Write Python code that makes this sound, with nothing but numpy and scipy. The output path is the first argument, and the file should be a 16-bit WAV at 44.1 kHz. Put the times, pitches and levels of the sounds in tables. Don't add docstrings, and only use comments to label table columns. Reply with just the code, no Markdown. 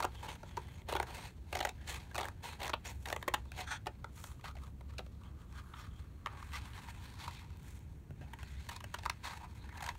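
import sys
import numpy as np
from scipy import signal
from scipy.fft import rfft, irfft, next_fast_len
from scipy.io import wavfile
from scipy.ndimage import uniform_filter1d

SR = 44100
rng = np.random.default_rng(int(sys.argv[2]) if len(sys.argv) > 2 else 0)


def put_to_file(sound):
    columns = np.atleast_2d(sound).T
    safe = np.clip(columns, -1, 1)
    whole_steps = np.round(safe * 32767)
    wavfile.write(sys.argv[1], SR, whole_steps.astype(np.int16))


def rack_gain(trim_db):
    fader = np.asarray(trim_db, float)
    return 10 ** (fader / 20)


N = 440118
SIZE = next_fast_len(N + SR // 2, True)
STEP = 32

# centre_hz, width_hz, level_db
FLAP_MODES = [(345, 64, -12), (447, 95, -7), (538, 186, -8.5)]
SHEET_MODES = [(695, 470, -6), (900, 280, 1), (1158, 520, -3.5), (1493, 330, -3.5)]
EDGE_MODES = [(1620, 660, 0), (2150, 524, -1.5), (2570, 350, -2.5), (3250, 1250, -5.5), (4200, 2040, -7)]
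BLADE_MODES = [(5280, 390, -10), (7130, 1770, 5.5), (6700, 3700, 7), (10140, 2200, 2), (10850, 1000, 2.5),
               (13000, 19000, -0.5)]
# time_s, flap_db, ring_centre_hz, edge_tilt_db_per_octave
GRIP = [(0, 1.5, 880, 2), (1, 4, 914, -0.5), (1.6, 2, 762.5, 3), (2.3, 0, 870, 0.8), (3.12, 3.5, 841, 0),
        (3.3, 3.5, 1010, 0.5), (3.6, 1.5, 750, 1.5), (3.87, -2, 880, -1.5), (4.05, -7, 1153, 2),
        (5, 3.5, 1098, 3), (5.5, -15, 1250, 4.5), (6.3, -6.5, 1150, -2.5), (6.9, -9.5, 960, 0),
        (7.1, -8, 1000, -0.5), (7.3, -6, 1000, 4.5), (8.2, -8, 850, -4), (8.7, -5, 999, 1.5),
        (9.98, -12.5, 910, -1.5)]


def level(x, db):
    return x * rack_gain(db) / np.sqrt(np.mean(x ** 2))


def along(table, s):
    times, *columns = np.transpose(table)
    return [np.interp(s, times, column) for column in columns]


def held(control):
    return np.repeat(control, STEP)[:N]


def walk(rate_hz):
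    hold = max(int(SR / STEP / rate_hz), 1)
    steps = np.repeat(rng.standard_normal(N // STEP // hold + 2), hold)
    return uniform_filter1d(uniform_filter1d(steps, hold), hold)[:N // STEP + 1]


def grit(shape, spread_db):
    return rng.standard_normal(shape) * rack_gain(spread_db * rng.exponential(size=shape))


def resonance(size, hz, width_hz):
    f = np.fft.rfftfreq(size, 1 / SR) + 1
    return 1 / (1 + 1j * (f - hz ** 2 / f) / width_hz)


def body(size, modes, shift=1, lean_db=0):
    lean_db = np.zeros(len(modes)) + lean_db
    total = 0
    for k, (hz, width_hz, db) in enumerate(modes):
        gain = (-1) ** k * rack_gain(db + lean_db[..., k:k + 1])
        total = total + gain * resonance(size, hz * shift, width_hz)
    return total


def skirts(size):
    return resonance(size, 2800, 4000), resonance(size, 8000, 13000)


def colour(x, response):
    size = 2 * response.shape[-1] - 2
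    return irfft(rfft(x, size) * response, size)[..., :x.shape[-1]]


def tear_rows():
    # start_s, sheet_db, edge_over_sheet_db, length_ms
    blade_slips = [(.002, -35.5, -8, 4.8), (.024, -36.5, -5, 10), (.043, -32, -13.5, 8.3),
                   (0.048, -34, -8.5, 6.1), (.885, -40.5, -4.5, 17), (0.894, -46, -5, 16),
                   (.924, -35, -8.5, 4.1), (.935, -55, 9, 4), (.951, -32, -12, 5.7), (.963, -35.5, -5, 8.6),
                   (.999, -30.5, -9.5, 3.3), (1.027, -41, -2.5, 4.3), (1.082, -50.5, -7.5, 12),
                   (1.185, -49.5, -6, 11), (1.526, -40, -2, 6.7), (1.551, -36.5, -1.5, 6),
                   (1.568, -41, -4, 8.2), (1.589, -48, 4, 4.6), (1.604, -42.5, 3, 3.7),
                   (1.609, -35.5, -6.5, 4.3), (1.626, -38, -8, 6.7), (1.649, -32.5, -2.5, 6.3),
                   (1.67, -41.5, -6, 4.5), (1.69, -48, 3, 4.5),
                   (2.145, -46.5, -1, 4.9), (2.154, -40.5, -4, 5.5), (2.161, -43, -3.5, 4.8),
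                   (2.179, -36.5, -4, 4.6), (2.186, -41, -1, 8), (2.198, -41, -8, 5.1),
                   (2.208, -38.5, -5.5, 10), (2.229, -42.5, -4, 6.4), (2.243, -54, 4, 2.8),
                   (2.253, -49.5, 6, 3.6), (2.284, -47, -1.5, 3), (2.601, -58, 5.5, 8.7),
                   (2.614, -42, -4, 9.6), (2.629, -44.5, 2, 11), (2.645, -44.5, 0, 7),
                   (2.654, -45, -0.5, 6.3), (2.664, -46, 0.5, 11), (2.678, -45, 0, 2.5),
                   (2.694, -37.5, -5.5, 8.8), (3.055, -55, 12, 8.9), (3.085, -50, 4, 4.3),
                   (3.1, -42.5, -2, 4.8), (3.126, -35.5, -1.5, 4.9), (3.134, -53, -4, 2.8),
                   (3.162, -39.5, -4.5, 4.1), (3.226, -46, 1, 3.4), (3.278, -30.5, -4, 9.5),
                   (3.338, -28.5, -3, 9.7), (3.518, -58, 8.5, 2.3),
                   (8.333, -48, -2.5, 8.4), (8.429, -55.5, 2.5, 4.5), (8.688, -45.5, 2, 11.4),
                  (8.762, -50.5, 2, 5.3), (8.804, -51, -2.5, 6.4), (8.84, -49.5, 1, 5.6),
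                  (8.94, -39.5, -2, 9), (9.33, -46.5, -10.5, 12.4), (9.772, -53, 0, 11),
                  (9.805, -52, 0, 5.1), (9.823, -42.5, -1.5, 9.6), (9.839, -49, 1, 6.6),
                  (9.862, -53, 8, 5.4)]
    # start_s, sheet_db, edge_over_sheet_db, length_ms
    nicks = [(.034, -45, -1, 3.7), (.153, -64, 3, 3.3), (.491, -66.5, 5.5, 3), (.671, -69, 4, 3),
             (.818, -68, 4, 2), (3.072, -58, 4, 4.4), (3.214, -69, 7, 2), (3.859, -53, -3, 3),
             (4.41, -69, 5.5, 3), (4.585, -66.5, 3, 3), (4.667, -72, 6.5, 3), (5.235, -68.5, 2, 2),
             (5.525, -66, 1, 3.2), (6.489, -67, 2, 3), (6.52, -66, 10, 2), (6.528, -68, 8, 2),
             (6.733, -63, 5, 4), (6.834, -60, -1, 3), (7.154, -68.5, 4, 4), (7.309, -62, 5, 4.3),
             (7.417, -63, -1, 4), (8.387, -60, 1.5, 2), (8.665, -62, 2, 4.8)]
    # start_s, sheet_db, edge_over_sheet_db, length_ms, ring_hz
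    knocks = [(.43, -48, -11.5, 7.9, 900), (.569, -48, -1, 3.3, 957), (.572, -35, -15, 9.2, 970),
              (2.733, -32, -4.5, 11.3, 900), (3.867, -36, -6.5, 7.9, 885), (3.872, -46, -11, 15, 560),
              (4.043, -42.5, -10.5, 4.3, 996), (4.239, -48.5, -5, 6.2, 960), (4.565, -55.5, -2.5, 13, 711),
              (4.981, -55.5, 11, 9, 640), (4.991, -44.5, -3.5, 3.5, 520), (4.997, -48.5, -14, 14, 480),
              (5.736, -49.5, -6.5, 9.1, 1280), (6.26, -37.5, -4, 2.6, 1280), (6.262, -49.5, -14, 7.1, 560),
              (6.268, -42.5, -5, 4.6, 1190), (6.425, -48, -7, 6.7, 1200), (6.777, -53, -1, 3.7, 1150),
              (6.884, -49, -6, 4, 980), (7.277, -41, -9, 6.3, 970), (8.208, -54.5, -4, 42, 606),
              (8.386, -54.5, 0.5, 34, 1040), (8.985, -49.5, -0.5, 10, 905), (9.033, -54, 2, 3.3, 900),
              (9.054, -44, -1.5, 1.5, 890), (9.059, -32.5, -7.5, 4.7, 1120), (9.096, -35.5, .4, 5.5, 960),
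              (9.888, -38, -2, 5.5, 980)]
    # start_s, sheet_db, ring_hz
    taps = [(2.112, -55.5, 1670), (3.452, -61, 1000), (4.394, -62.5, 1210), (4.439, -49.5, 810),
            (4.51, -59, 1280), (4.552, -57, 810), (4.634, -57.5, 1203), (4.676, -63, 990),
            (4.808, -57, 900), (4.936, -61.5, 1300), (5.062, -59, 553), (8.104, -60, 640),
            (9.69, -55, 1720), (9.724, -57, 1760), (9.752, -60, 1720), (9.95, -54.5, 920),
            (6.325, -60, 1176)]
    slips = np.array(blade_slips + nicks)
    scatter = 1 + 0.058 * rng.standard_normal(len(slips))
    slip_ring_hz = along(GRIP, slips[:, 0])[1] * scatter
    tap_edge_db, tap_ms = -7, 6.1
    full_taps = np.array([(s, db, tap_edge_db, tap_ms, hz) for s, db, hz in taps])
    rows = np.vstack([np.column_stack([slips, slip_ring_hz]), np.array(knocks), full_taps])
    s, sheet_db, edge_db, length_ms, ring_hz = rows.T
    blades_under_edge_db = np.repeat([-12.5, -25, -11], [len(slips), len(knocks), len(taps)])
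    crackle_db = sheet_db + edge_db
    fizz_db = crackle_db + blades_under_edge_db
    return np.array([s, sheet_db, ring_hz, crackle_db, fizz_db, length_ms])[:, :, None]


def tears(size=4096):
    s, sheet_db, ring_hz, crackle_db, fizz_db, length_ms = tear_rows()
    ms = np.arange(size) / SR * 1000
    run = np.exp(-.7 * ms / length_ms) / (1 + (ms / length_ms) ** 8)
    swell = 1 - np.exp(-ms / (.3 + .05 * length_ms))
    cracks = grit((len(s), size), spread_db=2.2) * swell
    flap_db, _, tilt_db = along(GRIP, s)

    bend = 1 + .035 * rng.standard_normal((len(s), 2, 1))
    lean_db = 2.2 * rng.standard_normal((len(s), len(EDGE_MODES + BLADE_MODES)))
    edge_lean_db, blade_lean_db = np.split(lean_db, [len(EDGE_MODES)], axis=1)

    sheet_lean_db = np.minimum(flap_db, 0) * (np.array(SHEET_MODES)[:, 0] < 800)
    sheet = rack_gain(-3) * body(size, SHEET_MODES, bend[:, 0], sheet_lean_db)
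    sheet = sheet + 1.3 * resonance(size, ring_hz, 170)
    sheet = sheet * resonance(size, 806, 950) - rack_gain(flap_db) * body(size, FLAP_MODES)
    octaves = np.log2(np.array(EDGE_MODES)[:, 0] / 2600)
    edge = body(size, EDGE_MODES, bend[:, 1], edge_lean_db + tilt_db * octaves)
    blades = body(size, BLADE_MODES, 0.97, blade_lean_db)

    edge_skirt, blade_skirt = skirts(size)
    parts = [(sheet, sheet_db, .05), (edge * edge_skirt, crackle_db, .016),
             (blades * blade_skirt, fizz_db, .008)]
    out = np.zeros(N + size)
    for response, db, tail in parts:
        sound = colour(cracks * (run + tail * np.exp(-ms / 14)), response)
        energy = np.sum(sound ** 2, axis=1, keepdims=True) / (SR / 100)
        sound = sound * rack_gain(db) / np.sqrt(energy)
        np.add.at(out, (s * SR).astype(int) + np.arange(size), sound)
    return out[:N]


def stroke(t, start, length, first_db, last_db):
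    steady_db = np.interp(t, [start, start + length], [first_db, last_db])
    start_db = 1300 * np.maximum(start - t, 0)
    stop_db = 552 * np.maximum(t - start - length, 0)
    return steady_db - start_db - stop_db


def pressure(t):
    # start_s, length_s, first_db, last_db, sheet_over_edge_db
    crush = [
        (0, 0.09, -55, -78, 11),
        (0.886, 0.15, -51, -58, 2.5),
        (1.065, 0.063, -61.5, -57.5, 2),
        (1.53, 0.16, -55, -58, 7),
        (2.148, .13, -60, -56.5, 7.5),
        (2.6, 0.097, -54.5, -55, 5.5),
        (3.064, 0.096, -59.5, -69, 10.5),
        (3.198, .2, -79, -65.5, 4.5),
        (9.403, 0.043, -59, -60, 5.5),
        (9.744, 0.15, -67, -49.5, 4),
    ]
    # start_s, length_s, first_db, last_db, sheet_over_edge_db
    slides = [(.15, 0.053, -62, -77.5, 1), (.232, .025, -48, -53.5, 1.5), (4.177, .04, -57.5, -68, -2),
              (0.289, 0.086, -46, -69, 0.5), (1.145, 0.14, -51.5, -57, -3.5), (1.88, .24, -44.5, -75, -4.5),
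              (2.436, 0.12, -46, -59.5, -4), (2.857, 0.058, -44.5, -55.5, -5.5),
              (3.529, 0.077, -65, -41, -3), (4.444, 0.04, -55, -53, -1), (5.461, 0.13, -83, -58, 5.5),
              (5.76, 0.11, -60, -66, 3), (6.535, 0.035, -51, -48.5, -3), (6.892, .022, -53, -54, -7),
              (6.585, 0.1, -63, -61, -2), (6.749, 0.1, -57.5, -63.5, 1), (7.202, 0.04, -51, -50, -3),
              (7.24, .05, -58, -60, 0.5), (7.319, 0.084, -59.5, -59, -11), (8.4, 0.36, -63.5, -66, -11),
              (8.715, 0.06, -49, -70.5, 0), (9.246, 0.13, -46.5, -57.5, -1.5),
              (9.55, .12, -67.5, -66.5, -7)]
    # peak_s, fade_20_db_s, edge_db, sheet_over_edge_db, blades_over_edge_db
    brushes = [(0.21, 0.15, -61, 0, -7), (1.51, 0.06, -64.5, -1, -4.5), (3.09, .15, -66, -8, 8),
               (4.19, .07, -66, -6, 7), (4.26, .12, -68, -6, 7), (8.29, .3, -69, -2, -10),
               (9.51, .2, -69, 0, -8), (4.283, 0.1, -62, 0, 0.5), (4.64, 0.07, -63, 5, 0),
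               (4.897, 0.03, -62.5, 0, -8), (5.26, 0.14, -70, 7.5, -7.5), (5.41, 0.05, -67, 7, -6),
               (5.73, 0.26, -70.5, 10, 3), (5.995, 0.18, -67, 2, -5.5), (6.34, 0.13, -63, 8.5, -11),
               (9.0, 0.7, -64, -8, -10), (7.06, 0.3, -64, -8, -5), (7.69, 0.23, -65, -11, -1)]
    # time_s, edge_db
    contact = [(.4, -66.5), (.81, -64), (.835, -79), (1.4, -78), (1.75, -71), (1.86, -66.5), (2.3, -71),
               (3.5, -75), (4.3, -77), (4.8, -84), (4.93, -74), (5.4, -84), (6.24, -78), (6.4, -61.5),
               (7.2, -67), (7.78, -74), (8.05, -81), (9.98, -69)]
    grid_s = np.arange(0, N / SR, .001)
    # edge level, then sheet and blades over the edge in dB
    moves = [(along(contact, grid_s)[0], -1, -8)]
    moves += [(stroke(grid_s, *row[:4]), row[-1], -9.5) for row in crush]
    moves += [(stroke(grid_s, *row[:4]), row[-1], -7.5) for row in slides]
    for s, fade_s, db, sheet_db, fizz_db in brushes:
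        moves.append((db - 20 * abs(grid_s - s) / fade_s, sheet_db, fizz_db))
    power = 0
    for db, sheet_db, fizz_db in moves:
        power = power + rack_gain(2 * (db + np.array([[sheet_db], [0], [fizz_db]])))
    return [np.interp(t, grid_s, 10 * np.log10(p)) for p in power]


def rubbing():
    # centre_hz, width_hz, over_edge_db
    steel_modes = [(2030, 84, 3), (4230, 110, 1), (6500, 300, -1), (8600, 350, -2)]
    t = np.arange(N // STEP + 1) * STEP / SR
    sheet_db, scrape_db, fizz_db = pressure(t)
    flap_db, centre_hz, tilt_db = along(GRIP, t)
    stutter_db = 1.0 * walk(45) + 2.6 * walk(160) + 2.0 * walk(450)
    push = level(grit(N, spread_db=2.0) * held(rack_gain(stutter_db)), 0)

    def ring(db, response):
        signs = 2 * rng.integers(2, size=N, dtype=np.int8) - 1
        return rfft(push * signs * held(rack_gain(db)), SIZE) * response

    out = ring(sheet_db + flap_db + 21, body(SIZE, FLAP_MODES))
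    for hz, width_hz, db in SHEET_MODES:
        share_db = db - 45 * np.log2(hz / centre_hz) ** 2 + 3.2 * walk(30)
        out += ring(sheet_db + share_db + 17, resonance(SIZE, hz, width_hz) ** 2)
    for hz, width_hz, db in EDGE_MODES:
        share_db = db + tilt_db * np.log2(hz / 2600) + 2.2 * walk(18)
        out += ring(scrape_db + share_db + 11.0, resonance(SIZE, hz, width_hz) ** 2)
    blade_skirt = skirts(SIZE)[1]
    for hz, width_hz, db in BLADE_MODES:
        share_db = db + 4.5 * walk(16)
        out += ring(fizz_db + share_db - 4.5, resonance(SIZE, hz, width_hz) * blade_skirt)
    for hz, width_hz, db in steel_modes:
        out += ring(scrape_db + db + 3.8 * walk(6), resonance(SIZE, hz, width_hz) ** 2)
    slow = irfft(ring(sheet_db + 22, resonance(SIZE, 1, 107) ** 2), SIZE)[:N]
    ridge = slow * np.cos(2 * np.pi * np.cumsum(held(centre_hz)) / SR)
    return irfft(out, SIZE)[:N] + ridge


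def ventilation():
    # frequency_hz, level_db (per Hz)
    air_spectrum = [(21, -37), (28, -19), (36, -10.5), (86, -3.5), (349, -26), (611, -35.5), (3550, -52.5),
                    (16000, -57)]
    hz, db = np.transpose(air_spectrum)
    log_hz = np.log(np.fft.rfftfreq(SIZE, 1 / SR) + 1)
    air = colour(rng.standard_normal(N), rack_gain(np.interp(log_hz, np.log(hz), db)))
    mode = colour(rng.standard_normal(N), resonance(SIZE, 68.06, 6.7) ** 2)
    return level(air, -51) + level(mode, -53.5)


def singing():
    # start_s, length_s,
    # first_hz, last_hz, level_db
    sings = [(.15, 0.065, 3350, 3200, -60), (.27, .05, 3100, 2800, -56), (0.298, .06, 6400, 6200, -64),
             (.3, 0.055, 9000, 8900, -67), (0.438, .16, 3300, 3100, -70), (.45, .07, 7500, 7700, -74),
             (.45, .07, 6400, 6400, -73), (0.598, 0.19, 3300, 3180, -68), (.72, .09, 6600, 6500, -72),
             (1.08, .05, 3200, 3250, -62), (1.08, .08, 4380, 4400, -67),
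             (1.88, 0.064, 1800, 1800, -56), (1.881, .08, 2700, 2650, -56),
             (1.88, .07, 3190, 3150, -58), (1.89, .07, 4200, 4100, -62), (1.9, .1, 1173, 1170, -56),
             (1.78, .08, 1600, 1900, -64), (2.441, .12, 4100, 4120, -58),
             (2.852, .055, 6970, 6900, -54), (2.855, .055, 5700, 5700, -55),
             (3.461, .07, 3500, 3650, -70), (4.17, .04, 1250, 1250, -63), (4.44, .04, 1820, 2000, -56),
             (4.462, .06, 1250, 1280, -57), (4.63, 0.023, 1247, 1150, -59),
             (5.24, 0.056, 3200, 3200, -70), (5.55, 0.064, 3250, 3210, -65),
             (5.75, .12, 3350, 3250, -66), (5.88, 0.13, 3290, 3240, -71), (5.76, .09, 5360, 5500, -68),
             (5.77, .06, 6790, 7100, -71), (5.8, 0.075, 1700, 1750, -64),
             (6.535, .045, 2050, 2100, -47), (6.535, 0.041, 1220, 1216, -47),
                  (6.53, .045, 5450, 5500, -56), (6.54, .04, 3150, 3150, -59),
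                  (7.2, 0.044, 3500, 3500, -58), (7.305, .03, 3400, 3100, -63),
                  (7.35, .06, 3500, 3900, -62), (7.35, .05, 2400, 2400, -63), (8.42, .07, 4400, 4400, -68),
                  (8.44, 0.2, 1900, 2100, -67), (8.5, .16, 3100, 4100, -71), (8.72, .04, 2500, 2494, -61),
                  (9.57, .09, 4100, 3900, -67), (9.69, .045, 2100, 2100, -61), (9.75, .07, 1720, 1690, -57),
                  (9.76, .12, 2110, 2050, -58)]
    out = np.zeros(N)
    for s, length_s, first_hz, last_hz, db in sings:
        n = int(length_s * SR)
        reach = int(SR * 14 / first_hz / 2)
        slow = uniform_filter1d(grit((2, SR // 4), spread_db=3.5), reach)
        slow = uniform_filter1d(slow, reach // 2)[:, :n]
        turn = 2 * np.pi * np.cumsum(np.linspace(first_hz, last_hz, n)) / SR
        tone = slow[0] * np.cos(turn) + slow[1] * np.sin(turn)
        swell = np.sin(np.linspace(0, np.pi, n)) ** .5
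        out[int(s * SR):int(s * SR) + n] += level(tone * swell, db - 4)
    return out


def squeak():
    # time_s, level_db
    drag = [
        (3.66, -61.5),
        (3.715, -37.5),
        (3.775, -50.5),
        (3.79, -76),
    ]
    # centre_hz, width_hz, level_db
    bands = [(890, 125, -1.5), (1480, 420, -3), (1600, 1800, -9), (3290, 600, -8), (4100, 360, -12),
             (5900, 1200, -13), (8260, 800, -18)]
    t = np.arange(N) / SR
    drag_db = along(drag, t)[0] + held(4 * walk(70)) + 14
    push = level(grit(N, spread_db=1.4), 0) * rack_gain(drag_db)
    push = push * (abs(t - drag[1][0]) < .1)
    return colour(push, sum(rack_gain(db) * resonance(SIZE, hz, width_hz) ** 2 for hz, width_hz, db in bands))


def small_knocks():
    tick_times = [7.572, 7.631, 7.683, 7.708, 7.755, 7.792]
    thud_times = [8.108, 8.212]
    thuds, ticks = np.zeros((2, N))
    thuds[(np.array(thud_times) * SR).astype(int)] = rack_gain(7.5)
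    ticks[(np.array(tick_times) * SR).astype(int)] = rack_gain(-40)
    table_top = body(SIZE, [(132.6, 13.5, 6.0), (403, 140, -21.5)])
    return colour(thuds, table_top) + colour(ticks, resonance(SIZE, 6300, 13000))


def room(x):
    t60_s, tail_db, dull_hz = 0.11, -10.5, 3550
    t = np.arange(SR // 2) / SR
    echo = rng.standard_normal(SR // 2) * np.exp(-np.log(1000) * t / t60_s) * (t > .004)
    dull = 1 / (1 + 1j * np.fft.rfftfreq(SIZE, 1 / SR) / dull_hz)
    return colour(x, rfft(echo, SIZE) * dull) * rack_gain(tail_db) / np.sqrt(np.sum(echo ** 2))


def scene():
    cutting = tears() + rubbing() + singing() + squeak() + small_knocks()
    return (cutting + room(cutting) + ventilation())[None]


def low_pass(x):
    return signal.sosfilt(signal.butter(12, 16780, fs=SR, output="sos"), x)


def record(dry):
    notches = (1 - .5 * resonance(SIZE, 4950, 600)) * (1 - .6 * resonance(SIZE, 10450, 800))
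    top = signal.ellip(8, .2, 20, 15750, fs=SR, output="sos")
    mix = signal.sosfilt(top, colour(dry, notches))
    return low_pass(mix)


dry = scene()
out = record(dry)
put_to_file(out)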